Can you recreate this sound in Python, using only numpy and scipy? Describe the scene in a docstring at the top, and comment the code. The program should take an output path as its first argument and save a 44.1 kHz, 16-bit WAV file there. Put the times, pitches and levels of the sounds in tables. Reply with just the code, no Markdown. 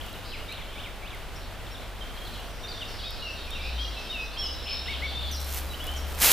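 """Birdsong and footfall in a wood

Songbirds whistle, sweep, buzz and trill as gliding or frequency-modulated sines; the trunks scatter them into a
short decaying tail, modelled by convolution with shaped noise. Far traffic is smooth noise with a shaped spectrum.
A distant engine changing gear and an idling drone are sines of varying frequency. Near the microphone a foot shifts
and lands in dry leaves: random impulses crack under its weight, and brief noise bursts snap."""
import sys
import numpy as np
from scipy import signal
from scipy.fft import rfft, irfft
from scipy.io import wavfile

SR = 44100
rng = np.random.default_rng(int(sys.argv[2]) if len(sys.argv) > 2 else 0)


def voltage_ratio(level):
    """Linear amplitude factor for a level in decibels (scalar or array-like)."""
    return 10 ** (np.asarray(level, float) / 20)


def wav_record(signal):
    """Record a signal, one row per channel, as 16-bit PCM in the file named by sys.argv[1]."""
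    frames = np.transpose(np.atleast_2d(signal))
    bounded = np.clip(frames, -1, 1)
    # unit amplitude maps onto the largest positive 16-bit level
    quanta = np.round(bounded * 32767).astype(np.int16)
    wavfile.write(sys.argv[1], SR, quanta)


N = 278929

# Harsh bird calls, each an upward flick and then a wide buzz. Each row: start in seconds, flick start in Hz,
# flick length in seconds, flick level in dB, buzz level in dB.
HARSH_CALLS = [(4.657, 2595, 0.043, -42, -47), (4.856, 2598, 0.029, -41, -49.5),
               (5.028, 3350, 0.031, -46, -45.5), (5.218, 3300, 0.017, -37, -48)]


def rms_one(x):
    """Normalization: divide a signal by its root-mean-square value."""
    return x / np.sqrt(np.mean(x ** 2) + 1e-20)


def in_time(rows):
    """Linear interpolation of a time curve: its columns at every sample."""
    s, *columns = np.transpose(rows)
    return [np.interp(np.arange(N) / SR, s, c) for c in columns]


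def at_hz(points, hz):
    """Interpolation of a spectrum along a logarithmic frequency axis."""
    known_hz, values = np.array(points).T
    return np.interp(np.log(hz), np.log(known_hz), values)


def drift(rate):
    """Low-pass filtered noise: a random fluctuation of rms 1, slower for a lower rate in Hz."""
    step = 40      # samples between computed values
    r = np.exp(-2 * np.pi * rate * step / SR)
    noise = rng.standard_normal(N // step + 2002)
    slow = signal.lfilter([1], [1, -2 * r, r * r], noise)[2000:]      # the filter has settled
    return np.interp(np.arange(N) / step, np.arange(len(slow)), rms_one(slow))


def coloured(pair, spectrum, likeness):
    """Spectral shaping and partial coherence: independent mid and side become left and right of rms 1."""
    hz = np.maximum(np.fft.rfftfreq(N, 1 / SR), 1)
    alike = np.clip(at_hz(likeness, hz), 0, 1)
    mid, side = rfft(pair) * voltage_ratio(at_hz(spectrum, hz)) * np.sqrt([1 + alike, 1 - alike])
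    return rms_one(irfft([mid + side, mid - side], N))


def air():
    """Broadband noise with a falling spectrum: far traffic and air, swelling with the traffic."""
    # Each row: frequency in Hz, relative spectral density in dB per Hz.
    air_spectrum = [(12, -17), (20, 7), (38, -7), (58, 0), (79, -9), (150, -14), (367, -17), (660, -15),
                    (1000, -19), (1440, -19), (1860, -22), (3250, -23), (6360, -35), (14700, -37),
                    (16000, -35)]
    # Each row: frequency in Hz, left-right coherence from 0 to 1.
    air_likeness = [(60, 0.3), (180, 0.63), (550, 0.9), (1650, 0.94), (4970, 0.66), (15000, 0.044)]
    # Slow level of the traffic. Each row: time in seconds, level in dB before random drift.
    traffic_swell = [(0.0, -39), (5.17, -37.9), (6.32, -36)]
    swell_db, = in_time(traffic_swell)
    noise = coloured(rng.standard_normal((2, N)), air_spectrum, air_likeness)
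    return voltage_ratio(swell_db + 0.71 * drift(5.9)) * noise


def hum(curve, wobble_db):
    """Phase integration of a varying frequency: a low engine order whose level wobbles on its way through air."""
    hz, db = in_time(curve)
    phase = 2 * np.pi * np.cumsum(hz * (1 + 0.011 * drift(8.5))) / SR
    level = voltage_ratio(db + wobble_db * drift(3.3))
    return np.sqrt(2) * level * np.sin(phase) * voltage_ratio([[.8], [-.8]])      # slightly stronger on the left


def engine():
    """Firing frequency follows engine speed: a distant engine slows and changes gear."""
    # Each row: time in seconds, mean firing frequency in Hz, level in dB before wobble and left-right offset.
    engine_curve = [(0, 90.5, -48.5), (1.02, 93, -55.5), (1.87, 95.2, -46.5), (2.1, 96.9, -57.5),
                    (2.75, 96.9, -51), (3.15, 90, -52), (3.33, 77.5, -45), (3.45, 70.1, -43.5),
                    (3.8, 58.63, -32.5), (4.1, 48.06, -45.5), (4.3, 49, -43.5), (4.49, 63.7, -36.5),
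                    (4.56, 68.6, -43), (4.87, 69.04, -44), (5.05, 68.6, -33), (5.67, 68.8, -34.5),
                    (5.76, 70.6, -44.5), (6.05, 69.6, -33.5), (6.32, 74.7, -44)]
    return hum(engine_curve, wobble_db=1.2)


def drone():
    """A nearly steady low sine: an idling engine."""
    # Each row: time in seconds, mean frequency in Hz, level in dB before wobble and left-right offset.
    drone_curve = [(0, 43.5, -51), (2.27, 45.1, -43), (3.7, 46.8, -48.5), (5.23, 46.4, -52),
                   (6.32, 46.5, -40.5)]
    return hum(drone_curve, wobble_db=1.5)


def whistles(notes, waver, overtone_db, edge, flutter_db):
    """Frequency glide by phase integration: unsteady sines with one overtone and soft edges, each from its side.

    Each note: start and length in s; start, middle and end in Hz; level in dB."""
    out = np.zeros((2, N))
    unsteady = 1 + waver * drift(60)
    sides_db = rng.normal(0, 0.7, len(notes))
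    for (s, length, start, middle, end, db), side in zip(notes, sides_db):
        at = round(s * SR)
        u = np.linspace(0, 1, max(round(length * SR), 8))[:N - at]
        # a parabola through the start, middle and end frequencies
        hz = start * (1 - u) * (1 - 2 * u) + 4 * middle * u * (1 - u) + end * u * (2 * u - 1)
        phase = 2 * np.pi * np.cumsum(hz * unsteady[at:at + len(u)]) / SR
        rise_or_fall = np.minimum(u, (1 - u) / 2) / edge      # the end fades slower
        shape = np.sin(np.pi / 2 * np.clip(rise_or_fall, 0, 1))
        wave = np.sin(phase) + voltage_ratio(overtone_db) * np.sin(2 * phase)
        out[:, at:at + len(u)] += np.sqrt(2) * voltage_ratio(db) * shape * wave * voltage_ratio([[side], [-side]])
    return out * voltage_ratio(flutter_db * drift(64))      # moving air makes the level flutter


def chorus(band_hz, count):
    """Superposition of many short sweeps at random moments and pitches inside one register; rms 1."""
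    when, pitch, sweep, length, size = rng.random((count, 5)).T
    hz = band_hz[0] + (band_hz[1] - band_hz[0]) * pitch
    glide = 1 + 0.2416 * (sweep - .5)
    start_s = when * (N / SR - .01)
    length_s = 0.01155 + 0.0402 * length
    rows = np.transpose([start_s, length_s, hz / glide, hz, hz * glide, 10 * size])
    return rms_one(whistles(rows, waver=0.011, overtone_db=-35, edge=0.23, flutter_db=0.0))


def far_chorus():
    """Dense superposition in two registers: far birds too blurred to tell notes apart."""
    # Levels ahead of the direct and scattered gains. Each row: time in seconds, low voices in dB, high voices in dB.
    chorus_levels = [(0, -58, -72), (1.3, -68, -95), (2.6, -73, -62), (3.5, -51, -54), (5.2, -52.5, -60),
                     (6.32, -98, -64)]
    low_db, high_db = in_time(chorus_levels)
    low = voltage_ratio(low_db) * chorus((2500, 4100), count=500)
    high = voltage_ratio(high_db) * chorus((4200, 5870), count=500)
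    return low + high


def weight():
    """Exponential growth and decay: each tread builds up and lets go steadily in dB; the heaviest counts."""
    # Each row: time of full weight in seconds, level in dB, build-up in dB per second, release in dB per second.
    treads = [(.1, -55, 20.0, 30.0), (2.25, -53.5, 60.0, 30.0), (5.32, -47.5, 300.0, 5.0),
              (5.41, -44, 200.0, 17.5), (5.585, -35, 69, 377), (5.62, -46, 313, 176),
              (6.1, -45.5, 160.0, 14), (6.222, -18.5, 698, 12.0), (6.245, -16, 400.0, 70.0),
              (6.318, -17, 400.0, 60.0)]
    t = np.arange(N) / SR
    each_db = [top - np.maximum(up * (s - t), down * (t - s)) for s, top, up, down in treads]
    db = np.max(each_db, axis=0)
    return voltage_ratio(db) * (db > -61.5)      # lighter weight cracks nothing


def leaf_cracks():
    """Random impulse process: cracks of uneven size under the sole, denser the harder it presses."""
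    # Each row: frequency in Hz, relative spectral density in dB per Hz.
    leaf_spectrum = [(59, -45), (100, -12), (513, -4.5), (691, -4), (2630, -1.5), (8830, -4), (12900, 0),
                     (15000, -2.5), (16000, -29)]
    # Each row: frequency in Hz, left-right coherence from 0 to 1.
    leaf_likeness = [(100, 0.92), (4000, 1), (12000, 0.84)]
    pressure = weight()
    cracks_per_s = 22000      # at a weight of -12.5 dB, before random drift
    density = (pressure / voltage_ratio(-12.5) + 1e-6) ** .35 * voltage_ratio(4.3 * drift(36))
    share = np.clip(cracks_per_s / SR * density, 1e-3, .9)      # chance of a crack per sample
    sizes = voltage_ratio(4.2 * np.minimum(rng.exponential(1, (2, N)), 4)) * rng.choice([-1, 1], (2, N))
    cracks = sizes * (rng.random((2, N)) < share) / np.sqrt(share)      # sparse cracks carry the same energy
    texture = coloured(cracks, leaf_spectrum, leaf_likeness)
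    return pressure * voltage_ratio(0.75 * drift(31)) * texture * voltage_ratio([[-.5], [.4]])


def snaps():
    """Impulsive excitation: high-passed, exponentially dying noise bursts for single leaves and twigs snapping."""
    # Each row: start in seconds, peak level in dB before the left-right offset.
    snap_peaks = [(0.0633, -30), (0.1291, -33), (0.5243, -32), (1.1478, -35), (2.2797, -35), (3.107, -27.5),
                  (3.5059, -28), (5.3143, -31), (5.3238, -28), (5.3656, -31), (5.404, -27), (5.4151, -29),
                  (5.446, -27.5), (5.4747, -32), (5.5262, -18), (5.5453, -20), (5.578, -25), (5.8419, -26),
                  (5.8685, -25), (6.0801, -32), (6.1769, -47), (6.2022, -13.5), (6.2694, -16), (6.3154, -6)]
    out = np.zeros((2, N))
    t = np.arange(SR // 100) / SR
    bright = signal.butter(2, 6500, "high", fs=SR, output="sos")
    for (s, db), burst in zip(snap_peaks, rng.standard_normal((len(snap_peaks), len(t)))):
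        snap = signal.sosfilt(bright, burst * np.exp(-t / 0.0014))
        snap /= np.abs(snap).max()
        at = round(s * SR)
        out[:, at:at + len(t)] += snap[:N - at] * voltage_ratio(db) * voltage_ratio([[-.7], [.7]])
    return out


def called(call, times):
    """Repetition of a motif: a call's syllables placed at each of its times."""
    return [(s + delay, *shape, db + part_db) for s, db in times for delay, *shape, part_db in call]


def syllables():
    """Frequency contours of the near whistles up in the crowns, as rows for whistles()."""
    # Single notes, held or gliding. Each row: start in seconds, length in seconds, start in Hz, end in Hz,
    # level in dB.
    single_notes = [(.01, 0.0077, 2730, 3600, -38.5), (0.037, 0.022, 3190, 2790, -48),
                    (0.081, 0.011, 2650, 3150, -44), (.135, 0.01, 4200, 3700, -46.5),
                    (0.151, 0.012, 2680, 3300, -49), (0.312, 0.026, 3590, 2810, -45.5),
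                    (0.331, 0.036, 2855, 2055, -43), (.34, 0.11, 2850, 2874, -52),
                    (0.482, 0.057, 3550, 4190, -46), (0.615, 0.015, 3790, 3170, -45),
                    (0.679, 0.043, 3030, 3240, -50), (.724, 0.066, 3370, 3540, -51),
                    (1.361, .01, 5500, 4850, -49), (1.35, 0.071, 5640, 5640, -56),
                    (1.667, 0.016, 3720, 2970, -49), (1.71, 0.027, 5530, 5540, -50.5),
                    (1.745, .017, 3900, 3340, -45), (2.0, .012, 3380, 4000, -51),
                    (2.009, 0.027, 3270, 3035, -42), (2.05, 0.06, 3280, 3170, -54),
                    (2.16, .015, 4420, 3700, -52), (2.172, 0.026, 3150, 3340, -45),
                    (2.214, 0.047, 3200, 3310, -50), (2.269, 0.028, 3870, 2870, -48),
                    (2.385, 0.016, 3180, 2700, -50), (2.627, 0.12, 3640, 3650, -45),
                    (2.63, 0.024, 3400, 2500, -53), (2.67, .018, 3720, 4820, -44),
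                    (2.684, .04, 4870, 4590, -43.5), (2.633, .018, 5700, 5780, -53),
                    (2.718, .08, 5760, 5740, -56), (2.716, 0.014, 4600, 3750, -37.5),
                    (2.738, .018, 3210, 2300, -55), (2.77, 0.037, 3300, 3700, -46),
                    (2.803, 0.035, 3535, 2660, -39), (2.81, 0.027, 3380, 3790, -42),
                    (2.879, 0.045, 5780, 5850, -54), (2.994, 0.025, 3590, 2780, -43.5),
                    (3.031, 0.038, 3070, 3670, -42.5), (3.057, 0.032, 3680, 3770, -39.5),
                    (3.14, 0.068, 2500, 2550, -61), (3.038, .042, 2530, 2494, -50),
                    (3.133, .03, 5200, 4750, -47), (3.214, 0.076, 2900, 2802, -39.5),
                    (3.264, 0.063, 2720, 2640, -40), (3.476, .034, 2400, 2490, -47),
                    (3.501, 0.054, 3500, 3770, -43.5), (3.527, .014, 3550, 2930, -44),
                    (3.545, 0.044, 2855, 2620, -42), (3.582, .047, 2321, 2360, -46),
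                    (3.632, 0.071, 2300, 2574, -43.5), (3.64, .04, 2600, 2800, -46),
                    (3.778, 0.069, 3090, 3300, -36.5), (3.787, .08, 4920, 5530, -61),
                    (3.846, 0.027, 2810, 2900, -42.5), (3.96, 0.06, 2710, 2616, -43),
                    (4.088, 0.043, 3610, 3770, -40), (4.118, 0.063, 3100, 2610, -38),
                    (4.176, 0.062, 2562, 2560, -39), (4.365, 0.069, 3120, 3337, -35.5),
                    (4.379, 0.084, 5456, 5360, -35.5), (4.42, 0.092, 2980, 2970, -41),
                    (4.44, 0.042, 5300, 5040, -33), (4.621, 0.097, 5370, 5280, -44.5),
                    (4.691, 0.094, 5150, 5350, -36.5), (4.752, 0.17, 3740, 3700, -49),
                    (4.79, 0.034, 5360, 5290, -41.5), (4.937, 0.022, 3550, 2920, -39),
                    (5.04, 0.092, 3480, 3630, -42.5), (5.11, 0.12, 3517, 3608, -40),
                    (5.22, .073, 3616, 3440, -38), (5.31, 0.037, 6335, 5600, -42),
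                    (5.321, 0.093, 5590, 5590, -42), (5.332, 0.037, 5400, 4730, -44),
                    (5.364, .03, 4400, 3970, -43), (5.693, 0.049, 3930, 3880, -46),
                    (5.733, 0.018, 2735, 3150, -38.5), (5.798, 0.019, 2790, 3164, -40),
                    (5.81, 0.037, 3230, 3400, -44.5), (5.871, 0.031, 2808, 3130, -37),
                    (5.903, 0.082, 3060, 3166, -45.5), (5.958, 0.051, 5760, 5540, -47),
                    (5.966, 0.019, 7600, 5670, -45.5)]
    # Syllables of a repeated call. Each row: delay in seconds, length in seconds, start in Hz, middle in Hz,
    # end in Hz, level in dB relative to the call.
    peaked_call = [(-.006, 0.023, 2290, 2285, 2340, -0.5), (.012, .048, 2330, 2935, 4200, 0.7),
                   (.074, .026, 3770, 3010, 2450, 0.5), (.097, .03, 2450, 2170, 1908, -0.5)]
    # Each row: time of the call in seconds, level in dB.
    peaked_times = [(.497, -45.5), (.76, -45), (1.03, -46)]
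    rows = []
    for s, length, start, end, db in single_notes:
        done = min(.5 + 4.0 * length, .85)      # longer glides have done more of their way by the middle
        rows.append((s, length, start, start + (end - start) * done, end, db))
    flick_top_hz = 4850
    for s, hz, length, db, _ in HARSH_CALLS:
        middle = .9 * (hz + flick_top_hz) / 2      # sags below a straight rise
        rows.append((s, length, hz, middle, flick_top_hz, db))
    trill_hz, trill_per_s, trill_db = 5850, 27, -59.5
    for k in range(6):
        rows.append((2.42 + k / trill_per_s, .018, trill_hz * .97, trill_hz, trill_hz * .96, trill_db))
    return rows + called(peaked_call, peaked_times)


def buzz_rows():
    """Modulation contours: rows of start s, length s, centre Hz at start and end, swing Hz, level dB."""
    # Buzzes of level pitch. Each row: start in seconds, length in seconds, centre in Hz, pitch swing in Hz,
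    # level in dB before drift and mixing.
    level_buzzes = [(0.238, 0.097, 4490, 590, -51.5), (.7, 0.16, 3320, 400, -56),
                    (1.41, 0.042, 4130, 400, -55.5), (1.76, 0.11, 3660, 400, -61),
                    (2.247, 0.034, 4200, 250, -52), (2.322, .024, 4100, 250, -50),
                    (2.342, 0.026, 3170, 220, -48), (2.977, 0.077, 4230, 597, -47.5),
                    (3.168, 0.078, 4100, 300, -49), (3.34, .094, 3980, 400, -51),
                    (3.57, 0.27, 3820, 300, -53), (3.91, 0.088, 3600, 500, -48),
                    (3.982, .026, 5870, 400, -56), (4.1, .055, 5460, 500, -58),
                    (4.225, .054, 5680, 400, -59), (4.327, 0.067, 4460, 400, -54),
                    (4.439, .051, 5960, 500, -54.5), (3.6, 0.14, 2570, 251, -53),
                    (4.652, 0.097, 2705, 400.3, -44), (4.86, 0.095, 3200, 506, -45),
                    (5.38, 0.058, 4100, 300, -53), (5.972, 0.069, 5400, 400, -65)]
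    # Rising buzzes at an even pace. Each entry: level in dB before drift and mixing.
    rising_levels = [-52.5, -52, -55, -62, -54, -52.5, -56]
    rows = [(s, length, hz, hz, swing, db) for s, length, hz, swing, db in level_buzzes]
    first_s, every_s = 2.85, .187
    rows += [(first_s + k * every_s, .105, 4550, 5040, 543, db) for k, db in enumerate(rising_levels)]
    # the buzz of a harsh call starts shortly after its flick does
    return rows + [(s + .012, .09, 3300, 4135, 747, db) for s, *_, db in HARSH_CALLS]


def buzzes():
    """Frequency modulation: a whistle shaken fast and unevenly in pitch fills a band whose centre may glide."""
    out = np.zeros(N)
    shakes_per_s = 140 * voltage_ratio(2.1 * drift(40.54))
    shake = np.sin(2 * np.pi * np.cumsum(shakes_per_s) / SR)
    for s, length, start, end, swing, db in buzz_rows():
        at = round(s * SR)
        u = np.linspace(0, 1, round(length * SR))
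        hz = start + (end - start) * np.sqrt(u) + swing * shake[at:at + len(u)]
        tone = np.sin(2 * np.pi * np.cumsum(hz) / SR)
        out[at:at + len(u)] += np.sqrt(2) * voltage_ratio(db) * np.sin(np.pi * u) ** .5 * tone
    return out * voltage_ratio(0.83 * drift(53))


def low_arches():
    """A parabolic frequency contour: low whistles that rise and fall again."""
    # Each row: delay in seconds, length in seconds, start in Hz, middle in Hz, end in Hz, relative level in dB.
    arch_call = [(0.0065, 0.0656, 1830, 2270, 1960, 0.1)]
    # Each row: time of the call in seconds, level in dB.
    arch_times = [(4.868, -36), (5.007, -35)]
    return whistles(called(arch_call, arch_times), waver=.004, overtone_db=-32, edge=.22, flutter_db=2.2)


def trunks(x):
    """Multiple scattering as convolution: dense trunk echoes build up and die, much alike in both channels.

    Long waves bend round a trunk and return weakly; foliage dulls the short ones."""
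    t = np.arange(SR) / SR
    t60_s, build_up_s, width = .65, 0.0083, 0.27
    envelope = voltage_ratio(-60 * t / t60_s) * (1 - np.exp(-t / build_up_s))
    common, own = rng.standard_normal((2, SR)) * envelope
    common *= voltage_ratio(1.1 * drift(4)[:SR])      # stands of trees send echoes back in clumps
    echoes = np.array([common + width * own, common - width * own])
    trunk_hz, foliage_hz = 1340, 6000
    echoes = signal.lfilter(*signal.butter(1, [trunk_hz, foliage_hz], "band", fs=SR), echoes)
    echoes /= np.sqrt(np.sum(echoes[0] ** 2))
    return signal.fftconvolve(x, echoes, axes=1)[:, :N]


def birds():
    """Direct-to-scattered ratio: near notes come mostly direct, buzzes and the far chorus are more scattered."""
    far = far_chorus()
    near = whistles(syllables(), waver=.004, overtone_db=-32, edge=.15, flutter_db=2.2)
    buzz = buzzes()
    arches = low_arches()
    direct = near + arches + 0.16 * far + 1.4 * buzz
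    scattered = trunks(voltage_ratio(-7.5) * near + voltage_ratio(-15) * arches + far + buzz)
    return direct + scattered


def scene():
    """Linear superposition of traffic, engines, birds and leaves."""
    return air() + engine() + drone() + birds() + leaf_cracks() + snaps()


def band_limit(x):
    """A steep low-pass at the top of the band."""
    return signal.sosfilt(signal.butter(12, 16390, fs=SR, output="sos"), x)


def record(dry):
    """Linear phase delay and low-pass filtering: a small stereo microphone whose right port lags 0.2 sample."""
    lag_samples = np.array([[0], [.2]])
    lag = np.exp(-2j * np.pi * np.arange(N // 2 + 1) / N * lag_samples)
    lagged = irfft(rfft(dry) * lag, N)
    low_pass = signal.ellip(10, .5, 70, 15400, fs=SR, output="sos")
    mix = signal.sosfilt(low_pass, lagged)
    return band_limit(mix)


dry = scene()
out = record(dry)
wav_record(out)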